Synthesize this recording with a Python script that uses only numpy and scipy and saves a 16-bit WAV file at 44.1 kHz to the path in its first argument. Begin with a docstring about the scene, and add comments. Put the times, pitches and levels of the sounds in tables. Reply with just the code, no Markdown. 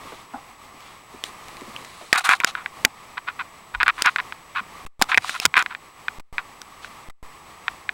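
"""First a soft brush of fur and two dull thuds over a thin hiss and whine: a cat rolls on a carpet and
is stroked, close to the one microphone of a small hand-held camera. Skin and fur brush over the camera.
Right at the microphone, the gripping hand sticks and slips, and the plastic case clicks and creaks.
The loudest clicks overload the input; three times the microphone's contact opens and the sound cuts out."""
import sys
import numpy as np
from scipy import signal
from scipy.fft import rfft, irfft
from scipy.io import wavfile
from scipy.ndimage import uniform_filter1d, minimum_filter1d

SR = 44100
rng = np.random.default_rng(int(sys.argv[2]) if len(sys.argv) > 2 else 0)


def unload_wav(signal):
    """Save mono or channel-first audio to the path in sys.argv[1] as 16-bit WAV at rate SR, clipped to [-1, 1]."""
    wavfile.write(
        sys.argv[1],
        SR,
        np.round(np.clip(np.atleast_2d(signal).T, -1, 1) * 32767).astype(np.int16),
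    )


N = 350003
TIME = np.arange(N) / SR

# course of the noise floor: (time [s], level [dB])
HISS_LEVELS = [(0, -40), (.25, -46), (.9, -45.5), (1.5, -42.5), (2.1, -46.5), (2.8, -44), (3.5, -47),
               (4.7, -44), (5.9, -46.5), (6.6, -46), (7.94, -45.5)]
# colour of the camera's hiss: (frequency [Hz], relative level [dB])
HISS_SPECTRUM = [(30, -11), (70, -10), (300, -11.5), (600, -12.5), (850, -7), (1200, -7), (1430, -20.5),
                 (1750, -13.5), (2000, -10.5), (2900, -17.5), (4300, -21.5), (7000, -26), (8000, -25.5),
                 (16000, -34.5)]
# the camera's electronic whine: (frequency [Hz], level [dB], wander [Hz])
WHINE_TONES = [(7870, -63, 16), (15735, -73, 3)]

# soft bumps of paw and hand nearby: (time [s], level [dB], centre [Hz])
SOFT_BUMPS = [(.049, -47, 338), (.119, -40.5, 530), (.734, -52, 190), (1.136, -44, 275),
              (1.615, -39.5, 313), (1.675, -44, 220), (2.01, -42, 537), (4.605, -48, 200),
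              (5.175, -40, 110), (5.454, -37.5, 110)]
# the hand knocks the camera and damps it: (time [s], level [dB], 60 dB decay time [s])
CAMERA_KNOCKS = [(.334, -32.5, .15), (2.852, -33.5, .075), (5.013, -22.5, .025)]
# resonances of the whole camera: (frequency [Hz], width [Hz], gain [dB])
CAMERA_MODES = [(255, 90, -6), (800, 190, 0), (1410, 300, -9)]

# skin and fur brushing past the microphone:
# (start [s], length [s], dull rub level [dB], bright hiss re rub [dB], case hollow re rub [dB])
FUR_STROKES = [(0, .3, -54.5, -11, -15), (.74, .27, -54, -15, -5), (1.238, .07, -48, 1, -12),
               (1.35, 1.2, -54, -2, -13), (2.128, .04, -31, -4, 5), (2.174, .028, -27, 2.5, 0),
               (2.203, .027, -40, -8, 4), (2.24, .045, -30, 0, -3), (2.278, .1, -30.5, -3, 1),
               (2.46, .06, -31.5, -13, -6), (3.92, .26, -45.5, -5, -12), (5.013, .033, -33, -5, 1.5),
               (5.083, .055, -36.5, -11, -3), (5.19, .24, -37, -5, -13), (5.41, .056, -35.5, -8, -7),
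               (5.56, .065, -40, 1, -11), (6.814, .08, -48, -11, -12)]
# the dull rub of fur: (frequency [Hz], relative level [dB])
RUB_SPECTRUM = [(60, -33), (560, -20.5), (800, -5.5), (1300, -2.5), (2400, 1), (3700, 0), (4800, -8),
                (7000, -9), (11000, -28.5), (16000, -39.5)]
# the bright hiss of a fast stroke: (frequency [Hz], relative level [dB])
BRIGHT_SPECTRUM = [(60, -45), (500, -22.5), (2500, -7.5), (3800, 6.5), (5300, -7), (6700, -1.5),
                   (8100, 0.5), (9400, -6), (11300, -12.5), (16000, -19)]

# broad knock of the plastic case: (frequency [Hz], relative level [dB])
CASE_SPECTRUM = [(100, -52), (520, -36.5), (750, -8.5), (1050, 1.5), (1450, -6), (1900, -6), (2450, -4),
                 (2900, -5), (3700, -4), (4800, -18.5), (6500, -34.5), (10000, -44), (16000, -49.5)]
# resonances of the case: (frequency [Hz], width [Hz], gain [dB])
CASE_RESONANCES = [(759, 41, 2), (987, 79, -5), (1450, 120, 1), (2456, 260, 1)]
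# squeezes of the case, each a run of stick-slip: (start [s], length [s], level [dB])
SQUEEZES = [(2.127, .085, -20), (2.238, .052, -23), (2.286, .064, -14), (2.402, .018, -29),
            (2.548, .085, -38), (3.17, .022, -31), (3.268, .044, -30), (3.391, .032, -27),
            (3.739, .021, -31), (3.804, .021, -18), (3.861, .013, -19), (3.881, .027, -15.5),
            (3.977, .049, -32), (4.042, .06, -15), (4.186, .016, -24), (4.549, .06, -25),
            (5.087, .026, -29), (5.113, .034, -21), (5.34, .034, -29), (5.45, .014, -17),
            (5.553, .07, -15.5), (5.696, .05, -36), (6.382, .026, -32)]
# bright crack of a hard snap: (frequency [Hz], relative level [dB])
CRACK_SPECTRUM = [(50, -42), (500, -23.5), (1500, -10.5), (3000, 1), (5200, 0), (6100, -2), (7300, -4),
                  (9500, -7), (12500, -13), (16000, -15.5)]
# small parts ringing around the microphone: (frequency [Hz], width [Hz], gain [dB])
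CRACK_RESONANCES = [(2030, 200, 1), (3340, 900, -6.5), (5190, 260, -3), (7150, 340, 0)]
# the loudest slips of the case: (time [s], ring level [dB], ring centre [Hz], crack level [dB])
CASE_SLIPS = [(1.2388, -25, 3180, -25), (1.7633, -28, 3000, -44), (2.1286, 0, 1850, -7.5),
              (2.159, -18, 1720, -24.5), (2.2915, -8, 1680, -20), (2.336, -8.5, 1700, -44),
              (2.4021, -16.5, 2150, -29), (2.4365, -16.5, 1430, -68), (2.4457, -8, 1650, -13),
              (2.5521, -19, 1550, -56), (2.6607, -20, 1760, -52), (2.8494, -0.5, 1930, -2.5),
              (3.1796, -22.5, 1650, -49), (3.2855, -19, 1430, -59), (3.749, -19.5, 1450, -50),
              (3.8025, -19, 1810, -55), (3.831, -9.5, 1700, -28), (3.8807, -8, 1630, -30.5),
              (4.0212, -23, 1450, -13.5), (4.06, -18.5, 1800, -22), (4.1609, -13.5, 1780, -34),
              (4.1848, -21, 1620, -52), (4.2012, -19, 1700, -52), (4.3237, -25.5, 1310, -55),
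              (5.015, -15, 950, -23.5), (5.022, -12, 1700, -8.5), (5.1176, -15, 1730, -50),
              (5.145, -11, 1870, -37), (5.1494, -16, 2370, -48), (5.1753, -5, 1880, -24),
              (5.1796, -4, 1720, -29.5), (5.2455, -21.5, 920, -42), (5.2944, -18.5, 1570, -32),
              (5.3999, -25, 2580, -22.5), (5.4536, -11.5, 1500, -8), (5.4598, -29, 1980, -14.5),
              (5.5413, -13, 1860, -46), (5.5682, -8, 1700, -35), (5.5782, -5, 1760, -26.5),
              (5.5924, -21, 1640, -24.5), (5.6245, -19.5, 1390, -27.5), (5.6618, -19.5, 1740, -44),
              (5.7497, -24.5, 1770, -54), (6.083, -16.5, 1750, -47), (6.382, -16, 1800, -55),
              (6.6169, -37.5, 1450, -34), (6.846, -30, 1600, -52), (7.6816, -15, 1720, -53),
              (7.892, -16, 1790, -64)]

# the microphone's contact is open: (start [s], end [s])
OPEN_CONTACT = [(4.852, 4.9945), (6.186, 6.327), (7.087, 7.2285)]
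# it bounces once as it opens: (delay [s], length [s], gain [dB])
CONTACT_BOUNCE = (.0115, .007, 9)


def undb(db):
    """Decibels to gain."""
    return 10 ** (np.asarray(db) / 20)


def level(x, db, size=None):
    """Scale x so that its energy, spread over size samples, has this rms level."""
    return x * undb(db) / np.sqrt(np.sum(x ** 2) / (size or len(x)) + 1e-20)


def add(out, start_s, x):
    """Mix x into out from start_s on."""
    i = max(int(start_s * SR), 0)
    out[i:i + len(x)] += x[:max(N - i, 0)]


def drift(rate_hz):
    """Smooth random drift with a spread near 1."""
    knots = rng.standard_normal(int(rate_hz * N / SR) + 2)
    return np.interp(TIME * rate_hz, np.arange(len(knots)), knots)


def response(spectrum):
    """Minimum-phase impulse response with the given spectrum."""
    hz, db = np.transpose(spectrum)
    grid_hz = np.maximum(np.fft.rfftfreq(1024, 1 / SR), 1)
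    gain = undb(np.interp(np.log(grid_hz), np.log(hz), db))
    cepstrum = irfft(np.log(gain))
    half = len(cepstrum) // 2
    folded = np.r_[cepstrum[0], 2 * cepstrum[1:half], np.zeros(half)]
    return irfft(np.exp(rfft(folded)))[:half]


def resonate(x, hz, width_hz):
    """Two-pole resonance, gain 1 at its centre."""
    return signal.lfilter(*signal.iirpeak(hz, hz / width_hz, fs=SR), x)


def band(x, hz, width_hz):
    """A resonance applied twice, for steep sides."""
    return resonate(resonate(x, hz, width_hz), hz, width_hz)


def noise_floor(hollow_hz=1150, flicker_db=1.84):
    """The camera's own flickering hiss, with a hollow resonance and a thin electronic whine."""
    hiss = signal.fftconvolve(rng.standard_normal(N), response(HISS_SPECTRUM))[:N]
    hollow = resonate(rng.standard_normal(N), hollow_hz, width_hz=200)
    hollow = resonate(hollow, hollow_hz, width_hz=390)
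    floor_db = np.interp(TIME, *np.transpose(HISS_LEVELS)) + flicker_db * drift(rate_hz=14)
    out = (level(hiss, -1) + level(hollow, -6)) * undb(floor_db)
    for hz, db, wander_hz in WHINE_TONES:
        pitch_hz = hz + wander_hz * drift(rate_hz=55)
        out += level(np.sin(2 * np.pi * np.cumsum(pitch_hz) / SR), db)
    return out


def thump(db, hz, width_hz, t60_s, rise_s=.003):
    """A soft push that dies away in one resonance."""
    t = np.arange(SR // 3) / SR
    envelope = (1 - np.exp(-t / rise_s)) * np.exp(-np.log(1000) * t / t60_s)
    push = rng.standard_normal(len(t)) * envelope
    return level(band(push, hz, width_hz), db, size=SR // 40)


def bumps():
    """Paw and hand land nearby with short, dull thuds; a knock on the camera rings its low modes."""
    out = np.zeros(N)
    for start, db, hz in SOFT_BUMPS:
        add(out, start, thump(db, hz, width_hz=1.05 * hz, t60_s=.09))
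    for start, db, t60_s in CAMERA_KNOCKS:
        for hz, width_hz, mode_db in CAMERA_MODES:
            add(out, start, thump(db + mode_db, hz, width_hz, t60_s))
    add(out, 3.734, thump(db=-35, hz=38, width_hz=26, t60_s=.59))  # rumble as the camera swings round
    return out


def swell(length_s, attack_share, shape):
    """Pressure of a touch: it builds to a peak and lets go."""
    progress = np.linspace(0, 1, int(length_s * SR))
    return np.interp(progress, [0, attack_share, 1], [0, 1, 0]) ** shape


def fur_strokes(grain_db=2.5, firm_db=-30, firm_catch_db=4, sudden_s=.09):
    """Hairs flick past the microphone; firm contact catches in jerks and sounds the case's hollow."""
    flicks = rng.standard_normal(N) * undb(grain_db * rng.exponential(size=N).clip(0, 5))
    rub = signal.fftconvolve(flicks, response(RUB_SPECTRUM))[:N]
    bright = signal.fftconvolve(flicks, response(BRIGHT_SPECTRUM))[:N]
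    bright += undb(1) * band(bright, hz=9300, width_hz=900)
    hollow = band(flicks, hz=800, width_hz=110) + undb(-6) * band(flicks, hz=1300, width_hz=420)
    out, jerks = np.zeros(N), drift(rate_hz=330)
    for start, length, db, bright_db, hollow_db in FUR_STROKES:
        attack_share = .6 * length / (length + sudden_s)  # short strokes start abruptly
        pressure = swell(length, attack_share, shape=.9)
        first = int(start * SR)
        span = slice(first, first + len(pressure))
        catch_db = firm_catch_db * undb((db - firm_db) / 2)  # light strokes glide more evenly
        pressure *= undb(catch_db * jerks[span])
        for sound, relative_db in (rub, 0), (bright, bright_db), (hollow, hollow_db):
            add(out, start, level(sound[span] * pressure, db + relative_db))
    return out


def plastic_response(spectrum, modes):
    """Impulse response of a plastic part: a broad knock and a few modes that ring on."""
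    knock = np.pad(response(spectrum), (0, SR // 60))
    return knock + sum(undb(db) * resonate(knock, hz, width_hz) for hz, width_hz, db in modes)


def case_ring(force, case, hz, width_hz, broad_db):
    """The case answers a force; the place of contact favours one part of its range."""
    sound = signal.fftconvolve(force, case)
    return band(sound, hz, width_hz) + undb(broad_db) * sound


def case_creaks(case, slip_hz=500, unevenness=.5, scatter_db=3.3, scrape_db=-26, octaves_per_db=.008):
    """A finger beside the microphone sticks and slips a few hundred times a second, never evenly."""
    out = np.zeros(N)
    for start, length, db in SQUEEZES:
        pressure = swell(length, attack_share=.3, shape=.6)
        timing, strength = rng.standard_normal((128, 2)).T
        slip_at = np.cumsum(SR / slip_hz * np.exp(unevenness * timing)).astype(int)
        slip_at -= slip_at[0] // 2
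        force = undb(scrape_db) * rng.standard_normal(SR // 4)[:len(pressure)]
        inside = slip_at < len(force)
        force[slip_at[inside]] += undb(scatter_db * strength[inside])
        ring_hz = 1700 * 2 ** (octaves_per_db * db)  # a harder squeeze rings the case higher
        creak = case_ring(force * pressure, case, ring_hz, width_hz=1300, broad_db=-9)
        add(out, start, level(creak, db, size=len(force)))
    return out


def grip_ticks(count=6, start_s=.75, end_s=2.1, ring_hz=2000, db_range=(-47, -41)):
    """Faint slips at random moments as the grip shifts, in rows like those of CASE_SLIPS."""
    low_db, high_db = db_range
    ticks = rng.uniform((start_s, low_db), (end_s, high_db), size=(count, 2))
    return [(time, db, ring_hz, db) for time, db in ticks]


def case_clicks(case, rattle_s=.0025, rattle_db=-25, after_slip_s=.0035, after_slip_db=-15):
    """Right at the microphone, each sudden slip rings the case, with a bright crack and a low push."""
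    out = np.zeros(N)
    small_parts = plastic_response(CRACK_SPECTRUM, CRACK_RESONANCES)
    t = np.arange(SR // 40) / SR
    blow = signal.unit_impulse(len(t))
    thud = band(blow, hz=370, width_hz=1100)
    for start, ring_db, ring_hz, crack_db in CASE_SLIPS + grip_ticks():
        grit, chatter = rng.standard_normal((2, len(t)))
        # a slip seldom ends at once: a weaker one follows
        lag = int(SR * after_slip_s * np.exp(.3 * rng.standard_normal()))
        after_slip = undb(after_slip_db) * np.roll(blow, lag)
        rattle = undb(rattle_db) * chatter * np.exp(-t / rattle_s)
        ring = case_ring(blow + after_slip + rattle, case, ring_hz, width_hz=850, broad_db=-12)
        grind_s = .00092 + .0024 * undb(crack_db / 2)  # a harder snap grinds for longer
        crack = signal.fftconvolve(grit * np.exp(-(t / grind_s) ** 2), small_parts)
        thud_db = -12 + .55 * crack_db + .4 * ring_db
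        for sound, db in (ring, ring_db), (crack, crack_db), (thud, thud_db):
            add(out, start, level(sound, db, size=SR // 230))
    return out


def scene():
    """Close handling noise and the cat over the camera's noise floor, in mono."""
    case = plastic_response(CASE_SPECTRUM, CASE_RESONANCES)
    return (case_clicks(case) + case_creaks(case) + fur_strokes() + bumps() + noise_floor())[None]


def loose_contact(x, leak_db=-30, bias=.026, settle_s=.038):
    """The microphone's contact opens, bounces and closes; opening and closing each step the bias."""
    gate, steps = np.ones(N), np.zeros(N)
    bias_step = bias * np.exp(-TIME[:SR // 3] / settle_s)
    delay, length, bounce_db = CONTACT_BOUNCE
    for start, end in OPEN_CONTACT:
        is_open = (TIME >= start) & (TIME < end)
        since_bounce = TIME[is_open] - start - delay
        bounce = (since_bounce > 0) * np.exp(-(since_bounce / length) ** 2)
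        gate[is_open] = undb(leak_db) + undb(bounce_db) * bounce
        add(steps, start, -bias_step)
        add(steps, end, bias_step)
    return x * gate + steps


def gain_control(x, threshold=.35, release_s=.056, depth=19.1):
    """Peaks above the threshold turn the camera's gain down for a moment."""
    excess = np.maximum(abs(x) - threshold, 0)
    decay = np.exp(-1 / (release_s * SR))
    held_excess = signal.lfilter([1 - decay], [1, -decay], excess)
    return x / (1 + depth * held_excess)


def overload(x, ceiling=1.6):
    """A fast limiter holds down the peaks; whatever is still above full scale clips."""
    window = SR // 1500
    gain = minimum_filter1d(ceiling / np.maximum(abs(x), ceiling), window)
    return np.clip(x * uniform_filter1d(gain, window), -1, 1)


def record(dry, top_hz=16200):
    """From the microphone through the camera: dropouts, gain control, overload and a steep top cut."""
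    x = overload(gain_control(loose_contact(dry[0])))
    lowpass = signal.ellip(10, .2, 95, top_hz, fs=SR, output="sos")
    return signal.sosfilt(lowpass, x)[None]


dry = scene()
out = record(dry)
unload_wav(out)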